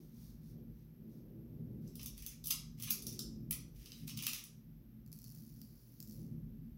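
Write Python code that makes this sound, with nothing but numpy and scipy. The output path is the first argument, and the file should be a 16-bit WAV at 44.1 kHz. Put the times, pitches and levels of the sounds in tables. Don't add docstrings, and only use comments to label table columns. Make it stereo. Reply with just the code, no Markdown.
import sys
import numpy as np
from scipy import signal
from scipy.fft import rfft, irfft, next_fast_len
from scipy.io import wavfile

SR = 44100
rng = np.random.default_rng(int(sys.argv[2]) if len(sys.argv) > 2 else 0)


def to_wav(sig):
    pcm = np.clip(np.atleast_2d(sig), -1, 1) * 32767
    pcm = np.round(pcm).astype(np.int16)
    wavfile.write(sys.argv[1], SR, pcm.T)


N = 298961
TIME = np.arange(N) / SR
FREQ_HZ = np.fft.rfftfreq(N, 1 / SR)


def amp(db):
    return 10 ** (np.asarray(db) / 20)


def unit(x):
    return x / np.sqrt(np.mean(x ** 2) + 1e-30)


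def at_hz(points, hz):
    f, value = np.transpose(points)
    return np.interp(np.log(hz + 1), np.log(f + 1), value)


def over_time(points):
    return np.interp(TIME, *np.transpose(points))


def add(mix, start_s, sound):
    part = mix[:, max(round(start_s * SR), 0):][:, :sound.shape[1]]
    part += sound[:, :part.shape[1]]


def colour(x, spectrum):
    log_gain = at_hz(spectrum, np.fft.rfftfreq(2048, 1 / SR)) * np.log(10) / 20
    mirrored = np.concatenate([log_gain, log_gain[-2:0:-1]])
    taps = np.fft.ifft(np.exp(np.conj(signal.hilbert(mirrored)))).real
    return signal.oaconvolve(x, taps[None] / np.linalg.norm(taps), axes=1)[:, :N]


def pair(z, likeness):
    return np.array([z[0], likeness * z[0] + np.sqrt(1 - likeness ** 2) * z[1]])


def noise(gain, likeness):
    return unit(irfft(pair(rfft(rng.standard_normal((2, N))), likeness) * gain, N))


def stroke(start_s, length_s, db, fade_s):
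    inside_s = np.minimum(TIME - start_s, start_s + length_s - TIME)
    edge_s = min(fade_s, length_s / 2)
    return amp(db) * np.sin(np.pi / 2 * np.clip(inside_s / edge_s, 0, 1)) ** 2


def grains(per_s, spread_db, decay_s):
    sizes = amp(spread_db * np.minimum(rng.exponential(1, N), 3))
    contacts = sizes * (rng.random(N) < per_s / SR)
    power = signal.lfilter([1], [1, -np.exp(-2 / (decay_s * SR))], contacts ** 2)
    return unit(np.sqrt(power) * pair(rng.standard_normal((2, N)), 0.16))


# freq_hz, left_minus_right_db
DIRECT_BALANCE = [(1000, 4.5), (2500, -8.5), (4400, -10.5), (6500, -3.5), (8200, 16.5), (15000, 9.5)]

def to_mics(x, balance=DIRECT_BALANCE):
    size = next_fast_len(N, True)
    ratio = amp(at_hz(balance, np.fft.rfftfreq(size, 1 / SR)))
    gains = np.array([ratio, np.ones_like(ratio)]) * np.sqrt(2 / (1 + ratio ** 2))
    return irfft(rfft(x, size) * gains, size)[:, :N]


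# freq_hz, t60_s
ROOM_DECAY = [(500, 0.47), (1200, 0.43), (2600, 0.34), (5500, 0.4), (8000, 0.33), (15000, 0.17)]
# freq_hz, left_minus_right_db
ROOM_BALANCE = [(1000, -1.5), (2500, -5.5), (4400, -5.5), (6500, -6), (8200, 10), (15000, 3.5)]

def room(x, build_s=0.0041, count=4, crossfades_per_s=90):
    hz, t, z = signal.stft(rng.standard_normal((count, 2, SR // 2)), SR, nperseg=256)
    tails = signal.istft(z * amp(-60 * t / at_hz(ROOM_DECAY, hz)[:, None]), SR, nperseg=256)[1]
    tails *= 1 - np.exp(-(np.arange(tails.shape[-1]) / SR / build_s) ** 2)
    tails /= np.linalg.norm(tails, axis=-1, keepdims=True)
    wet = 0
    for k, tail in enumerate(tails):
        share = np.sin(np.pi / 2 * np.minimum((TIME * crossfades_per_s - k) % count, 2))
        wet = wet + signal.oaconvolve(x[:1] * share, tail, axes=1)[:, :N]
    return to_mics(wet, ROOM_BALANCE)


# pitch_hz, level_db
HUM_TONES = [(48.4, -70), (120, -68), (156, -76.5)]

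def hum():
    return sum(amp(db) * np.sqrt(2) * np.sin(2 * np.pi * (hz * TIME + rng.random()))
               for hz, db in HUM_TONES)


# freq_hz, gain_db
HISS_COLOUR = [(100, -5), (600, 0), (1000, -4), (2000, -6), (4300, -11.5), (5600, -10.5), (7500, -20.5),
               (9500, -18), (11500, -6.5), (12700, 2), (14000, -5), (16000, -5)]
# time_s, pitch_hz
WHINE_PITCH = [(0, 12650), (.9, 12650), (1.5, 12900), (2, 12750), (3.4, 12880), (4.7, 12720), (5.6, 12720),
               (6.78, 12620)]

def hiss_and_whine(width_hz=80):
    hiss = amp(-72.5) * noise(amp(at_hz(HISS_COLOUR, FREQ_HZ)), likeness=0)
    cycles = np.cumsum(over_time(WHINE_PITCH)) / SR
    white = rng.standard_normal((2, N)) + 1j * rng.standard_normal((2, N))
    waver = signal.lfilter([1], [1, -np.exp(-np.pi * width_hz / SR)], white)
    whine = amp(-81) * unit((waver * np.exp(2j * np.pi * cycles)).real)
    return to_mics(hiss + whine, balance=[(1000, 0), (4500, 1.0), (8000, -2.5), (13000, 9)])


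# time_s, relative_db
BODY_SWELL = [(0, -54.5), (.66, -49.5), (.83, -57), (1.0, -53), (1.3, -52.5), (1.7, -42), (2.3, -57.5),
              (2.87, -47), (3.0, -54), (3.08, -43.5), (3.25, -50.5), (3.38, -44), (3.85, -56.5),
              (4.15, -45.5), (4.44, -61.5), (4.62, -55.5), (5.63, -52.5), (5.77, -63), (6.3, -44.5),
              (6.78, -51.5)]
TOP_SWELL = [(0, -66), (.17, -73.5), (.47, -70.5), (.58, -63), (.85, -75.5), (1.11, -64.5), (1.75, -61),
             (2.3, -74), (2.82, -74), (3.08, -60.5), (3.75, -71), (4.23, -71.5), (4.44, -75.5), (5.98, -76),
             (6.22, -63.5), (6.78, -76.5)]
DEEP_SWELL = [(0, -68), (.35, -60), (.78, -61), (1.15, -70), (1.55, -59), (2.25, -58.5), (2.4, -62.5),
              (3.35, -59.5), (4.05, -63), (4.45, -66.5), (5.45, -63), (5.899, -67), (6.1, -60), (6.55, -56),
              (6.78, -55.5)]
# freq_hz, gain_db
BROAD_COLOUR = [(70, -29), (100, -15), (125, -5.5), (240, -2), (290, -12.5), (400, -24.5), (520, -27.5),
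                (700, -41.5), (1000, -50.5), (2000, -95)]
DEEP_COLOUR = [(15, -28), (30, -37), (42, 18.5), (50, 14.5), (62, 17.5), (78, 5), (95, -1.5), (140, -47.5)]
# centre_hz, width_hz, gain_db
BOOM_MODES = [(121.5, 24, 1.5), (157.5, 16.7, 5), (219.6, 22.3, 3), (233.8, 21, -6), (266, 22, -7),
              (328.3, 6.1, -13), (401, 22, -27)]

def rumble(wander_db=1.8, wander_step_s=.1):
    booms = sum(amp(db) ** 2 / (1 + (2 * (FREQ_HZ - hz) / width) ** 2) ** 2
                for hz, width, db in BOOM_MODES)
    gain = np.sqrt(amp(at_hz(BROAD_COLOUR, FREQ_HZ) - 7.0) ** 2 + booms)
    likeness = at_hz([(130, 0.92), (290, 0.86), (640, 0.28), (1200, 0.29)], FREQ_HZ)
    top_share = np.clip((FREQ_HZ - 280) / 80, 0, 1)
    body = amp(over_time(BODY_SWELL) - 2.03) * noise(gain * np.sqrt(1 - top_share), likeness)
    top = amp(over_time(TOP_SWELL) + 2) * noise(gain * np.sqrt(top_share), likeness)
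    wander = unit(np.interp(TIME / wander_step_s, np.arange(512), rng.standard_normal(512)))
    deep_db = over_time(DEEP_SWELL) + wander_db * wander
    deep = amp(deep_db) * noise(amp(at_hz(DEEP_COLOUR, FREQ_HZ)), likeness=0.7)
    balance = [(50, 5.5), (120, 1.0), (220, 0.5), (400, -2.5), (700, -3.0)]
    return to_mics(body + top + deep, balance)


# start_s, length_s, relative_db
CLOTH_RUBS = [(-.08, 0.21, -68.5), (0.052, 0.36, -64.5), (0.374, 0.2, -68), (0.673, .25, -77),
              (1.042, 0.21, -73), (1.794, 0.093, -73)]
# freq_hz, gain_db
COTTON_COLOUR = [(800, -6), (2800, -12), (3700, -3), (5800, 1.5), (7500, -9), (10500, -2), (13000, 1),
                 (16000, 2.5)]

def cloth():
    threads = grains(per_s=2200, spread_db=2, decay_s=.0015)
    rubbing = sum(stroke(*rub, fade_s=0.17) for rub in CLOTH_RUBS)
    rustle = colour(rubbing * threads, COTTON_COLOUR)
    return amp(-1.0) * to_mics(rustle) + amp(-2.0) * room(rustle)


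def tip_tick(rise_s=.00025, decay_s=.0009):
    t = np.arange(600) / SR
    white = pair(rng.standard_normal((2, len(t))), .25)
    burst = white * (1 - np.exp(-t / rise_s)) ** 2 * np.exp(-t / decay_s)
    return unit(burst) * np.sqrt(.005 / t[-1])


# start_s, relative_db
TIP_CATCHES = [(5.0627, -62), (5.0766, -63), (5.1177, -56), (5.128, -45.5), (5.1887, -51), (5.2186, -56),
               (5.242, -48.5), (5.2474, -60), (5.2805, -54), (5.3016, -56), (5.6161, -50), (6.0028, -44.5),
               (6.0268, -48), (6.0745, -56)]
# time_s, scrape_relative_db, slip_relative_db
DRAG_COURSE = [(5.12, -77, -63), (5.27, -78, -60), (5.33, -63, -57), (5.52, -65, -66.5), (5.85, -65, -73),
               (6.04, -65, -74), (6.1, -62, -55), (6.22, -65.5, -66.5), (6.34, -84.5, -79)]
# freq_hz, gain_db
TICK_COLOUR = [(1000, -26.5), (2800, -22.5), (3500, -22), (4400, -7), (5700, -4), (7000, -10.5),
               (8500, -13), (10500, -5), (13200, -2.5), (14200, -3.5), (16000, -1.5)]
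SCRAPE_COLOUR = [(1000, -25), (3700, -14), (4500, -5), (5700, -4), (7000, -9.5), (8700, -19), (10500, -3),
                 (13300, -1), (14300, -2), (16000, 5)]

def dragged_pin(slips_per_s=100, jitter_steps=.4, spread_db=0.8):
    time_s, scrape_db, slip_db = np.transpose(DRAG_COURSE)
    steps_s = np.arange(time_s[0], time_s[-1], 1 / slips_per_s)
    late, size = rng.standard_normal((len(steps_s), 2)).T
    slips = zip(steps_s + jitter_steps * late / slips_per_s,
                np.interp(steps_s, time_s, slip_db) + spread_db * size)
    ticks = np.zeros((2, N))
    for start_s, db in [*TIP_CATCHES, *slips]:
        add(ticks, start_s, amp(db + 1.5) * tip_tick())
    grit = grains(per_s=2400, spread_db=2.5, decay_s=.0012)
    scrape = amp(np.interp(TIME, time_s, scrape_db, left=-np.inf, right=-np.inf) + 1.0) * grit
    drag = colour(ticks, TICK_COLOUR) + colour(scrape, SCRAPE_COLOUR)
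    return to_mics(drag) + amp(-4.5) * room(drag)


def radiate(x, low_hz, walls_db, q=1.51):
    omega = 2 * SR * np.tan(np.pi * low_hz / SR)
    resonance = signal.bilinear([1, 0, 0], [1, omega / q, omega ** 2], SR)
    low_cut = signal.butter(4, low_hz * .85, "high", fs=SR)
    pins = signal.lfilter(*low_cut, signal.lfilter(*resonance, x))
    walls = signal.sosfilt(signal.butter(2, 1700, fs=SR, output="sos"), x)
    return pins + amp(walls_db) * walls


def knock(db, tilt_db, decay_s, low_hz, scrape_db, lead_s, rise_s=0.0011, scrape_s=0.0044):
    t = np.arange(8192) / SR - lead_s
    after_s = np.maximum(t, 0)
    blow = (1 - np.exp(-after_s / rise_s)) ** 2 * np.exp(-after_s / decay_s)
    envelope = blow / blow.max() + amp(scrape_db) * np.exp(-abs(t) / scrape_s)
    walls_db = -7.5 - 10 * np.log2(low_hz / 2466)
    clatter = radiate(envelope * pair(rng.standard_normal((2, len(t))), 0.19), low_hz, walls_db)
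    slope = at_hz([(4000, -.5), (12000, .5)], np.fft.rfftfreq(len(t), 1 / SR))
    tilted = irfft(rfft(clatter) * amp(tilt_db * slope))
    return amp(db) * unit(tilted) * np.sqrt(.005 * SR / len(t))


# pitch_hz, relative_db, t60_s
RING_MODES = [(3605, 0, .06), (4925, -7, .1), (6175, -1, .11), (6240, -2, .11), (7800, -6, .07),
              (9652, -2, .07), (10232, 0, .07), (11800, -3, .06), (12175, -2, .07)]

def ringing(samples, room_t60_s=0.21, rise_s=0.0005):
    t = np.arange(samples) / SR
    hz, db, t60_s = np.transpose(RING_MODES)[:, :, None]
    phase = 2 * np.pi * rng.random((2, len(RING_MODES), 1))
    fade = (amp(-60 * t / t60_s) + amp(-7 - 60 * t / room_t60_s)) * (1 - np.exp(-t / rise_s))
    return unit((amp(db) * fade * np.sin(2 * np.pi * hz * t + phase)).sum(1))


# time_s, relative_db, treble_tilt_db, decay_s, ring_share, lowest_resonance_hz, scrape_re_blow_db
PIN_KNOCKS = [(1.877, -59.5, -7, 0.0007, 0, 5150, -6), (1.954, -48, 7.5, .0027, 0.07, 3180, -26),
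              (1.9947, -49, -9, .0025, .15, 2520, -3), (2.014, -48, 4, 0.0011, 0, 2480, -8),
              (2.0298, -43, 12, .0015, 0.06, 3100, -10), (2.059, -38, 8, 0.0017, 0.17, 2880, -25),
              (2.178, -48, 6, 0.0012, 0.04, 3140, -8), (2.222, -47.5, 6.5, 0.0029, 0.04, 2530, -16),
              (2.2632, -38, 9.5, .0013, .1, 2940, -26), (2.4399, -42.5, 2, 0.0045, .2, 3700, -20),
              (2.4573, -38.5, 14, 0.0022, 0.16, 2700, -9), (2.4698, -32.5, 14, 0.0017, 0, 2950, -17),
              (2.5055, -25.5, 4, 0.0034, 0.3, 2870, -11), (2.512, -31.5, 3, 0.00076, 0.52, 2220, -20),
              (2.7987, -47.5, 3.5, 0.0031, 0.1, 2650, -16), (2.8231, -38.5, 6, 0.0013, 0.1, 2900, -18),
              (2.833, -39, 4, 0.0034, .05, 2440, -8), (2.873, -40, -9.5, 0.0039, 0.6, 2320, -8),
              (2.9068, -25, 10, 0.00076, 0, 2800, -8), (3.022, -44, 9, 0.0018, 0.25, 3720, -18),
              (3.0668, -36.5, 5, 0.0027, 0.05, 3850, -17), (3.1237, -46.5, 4, 0.0035, 0.5, 3900, -12),
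              (3.1911, -35.5, -3, 0.0017, 0.1, 3900, -31), (3.5083, -28.5, 14, 0.0024, 0, 2500, -31),
              (3.527, -39.5, 0, 0.0012, 0, 2300, -10), (3.858, -50.5, -7, 0.0017, 0.07, 3140, -12),
              (3.9191, -47.5, -13.5, 0.00061, 0.14, 2800, -28), (4.0781, -41, 2.5, .002, 0, 2610, -2),
              (4.094, -43.5, -5, 0.003, 0.34, 2620, -9), (4.1724, -38.5, 1.5, 0.0034, 0, 2800, -13),
              (4.1899, -43.5, -8.5, 0.00042, 0.06, 2770, -20), (4.2233, -39.5, 3, 0.0022, 0, 2650, -17),
              (4.2345, -39.5, -4.5, 0.0013, 0.24, 2600, -12), (4.2665, -29, -0.5, 0.0015, 0, 2440, -15),
              (4.284, -43.5, -6, 0.0042, 0.6, 2340, -11), (4.332, -35, 0.5, 0.0018, 0, 2470, -20),
              (4.4388, -45.5, 7, 0.00079, 0.06, 2730, -20)]
# start_s, length_s, relative_db
HEAP_STIRS = [(1.82, 0.39, -70.5), (2.145, 0.22, -57), (2.44, 0.13, -61), (2.762, 0.23, -53.5),
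              (3.036, 0.16, -60), (3.734, 0.34, -60), (4.186, 0.24, -47.5)]
# freq_hz, gain_db
BOX_COLOUR = [(400, -36.5), (800, -17.5), (1000, -5.5), (1200, 0), (1550, -9), (2050, -7), (2750, -5.5),
              (4200, -6.5), (5900, 0), (7000, -8.5), (8500, -10), (10000, -3), (12000, -2.5), (16000, -1.5)]

def pin_box(lead_s=.015):
    knocks, sent = np.zeros((2, 2, N))
    for time_s, db, tilt_db, decay_s, ring_share, low_hz, scrape_db in PIN_KNOCKS:
        clatter = knock(db, tilt_db, decay_s, low_hz, scrape_db, lead_s)
        add(knocks, time_s - lead_s, np.sqrt(1 - ring_share) * clatter)
        add(knocks, time_s, np.sqrt(ring_share) * clatter.std() * ringing(clatter.shape[1]))
        send_db = -0.0534 * (db + 40.5)
        add(sent, time_s - lead_s, amp(send_db) * np.sqrt(1 - ring_share / 2) * clatter)
    stirring = sum(stroke(*stir, fade_s=0.046) for stir in HEAP_STIRS)
    contacts = grains(per_s=1900, spread_db=5, decay_s=.001)
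    slide = stirring * radiate(contacts, low_hz=2100, walls_db=-18.5)
    direct = amp(0.5) * knocks + amp(-3.5) * slide
    to_room = amp(2.1) * sent + amp(-4.0) * slide
    return to_mics(colour(direct, BOX_COLOUR)) + room(colour(to_room, BOX_COLOUR))


def scene():
    return pin_box() + dragged_pin() + cloth() + rumble() + hum() + hiss_and_whine()


def record(dry):
    eased = dry * signal.windows.tukey(N, .001)
    low_pass = signal.firwin(301, 15900, window=("kaiser", 9), fs=SR)
    return signal.oaconvolve(eased, low_pass[None], "same")


dry = scene()
out = record(dry)
to_wav(out)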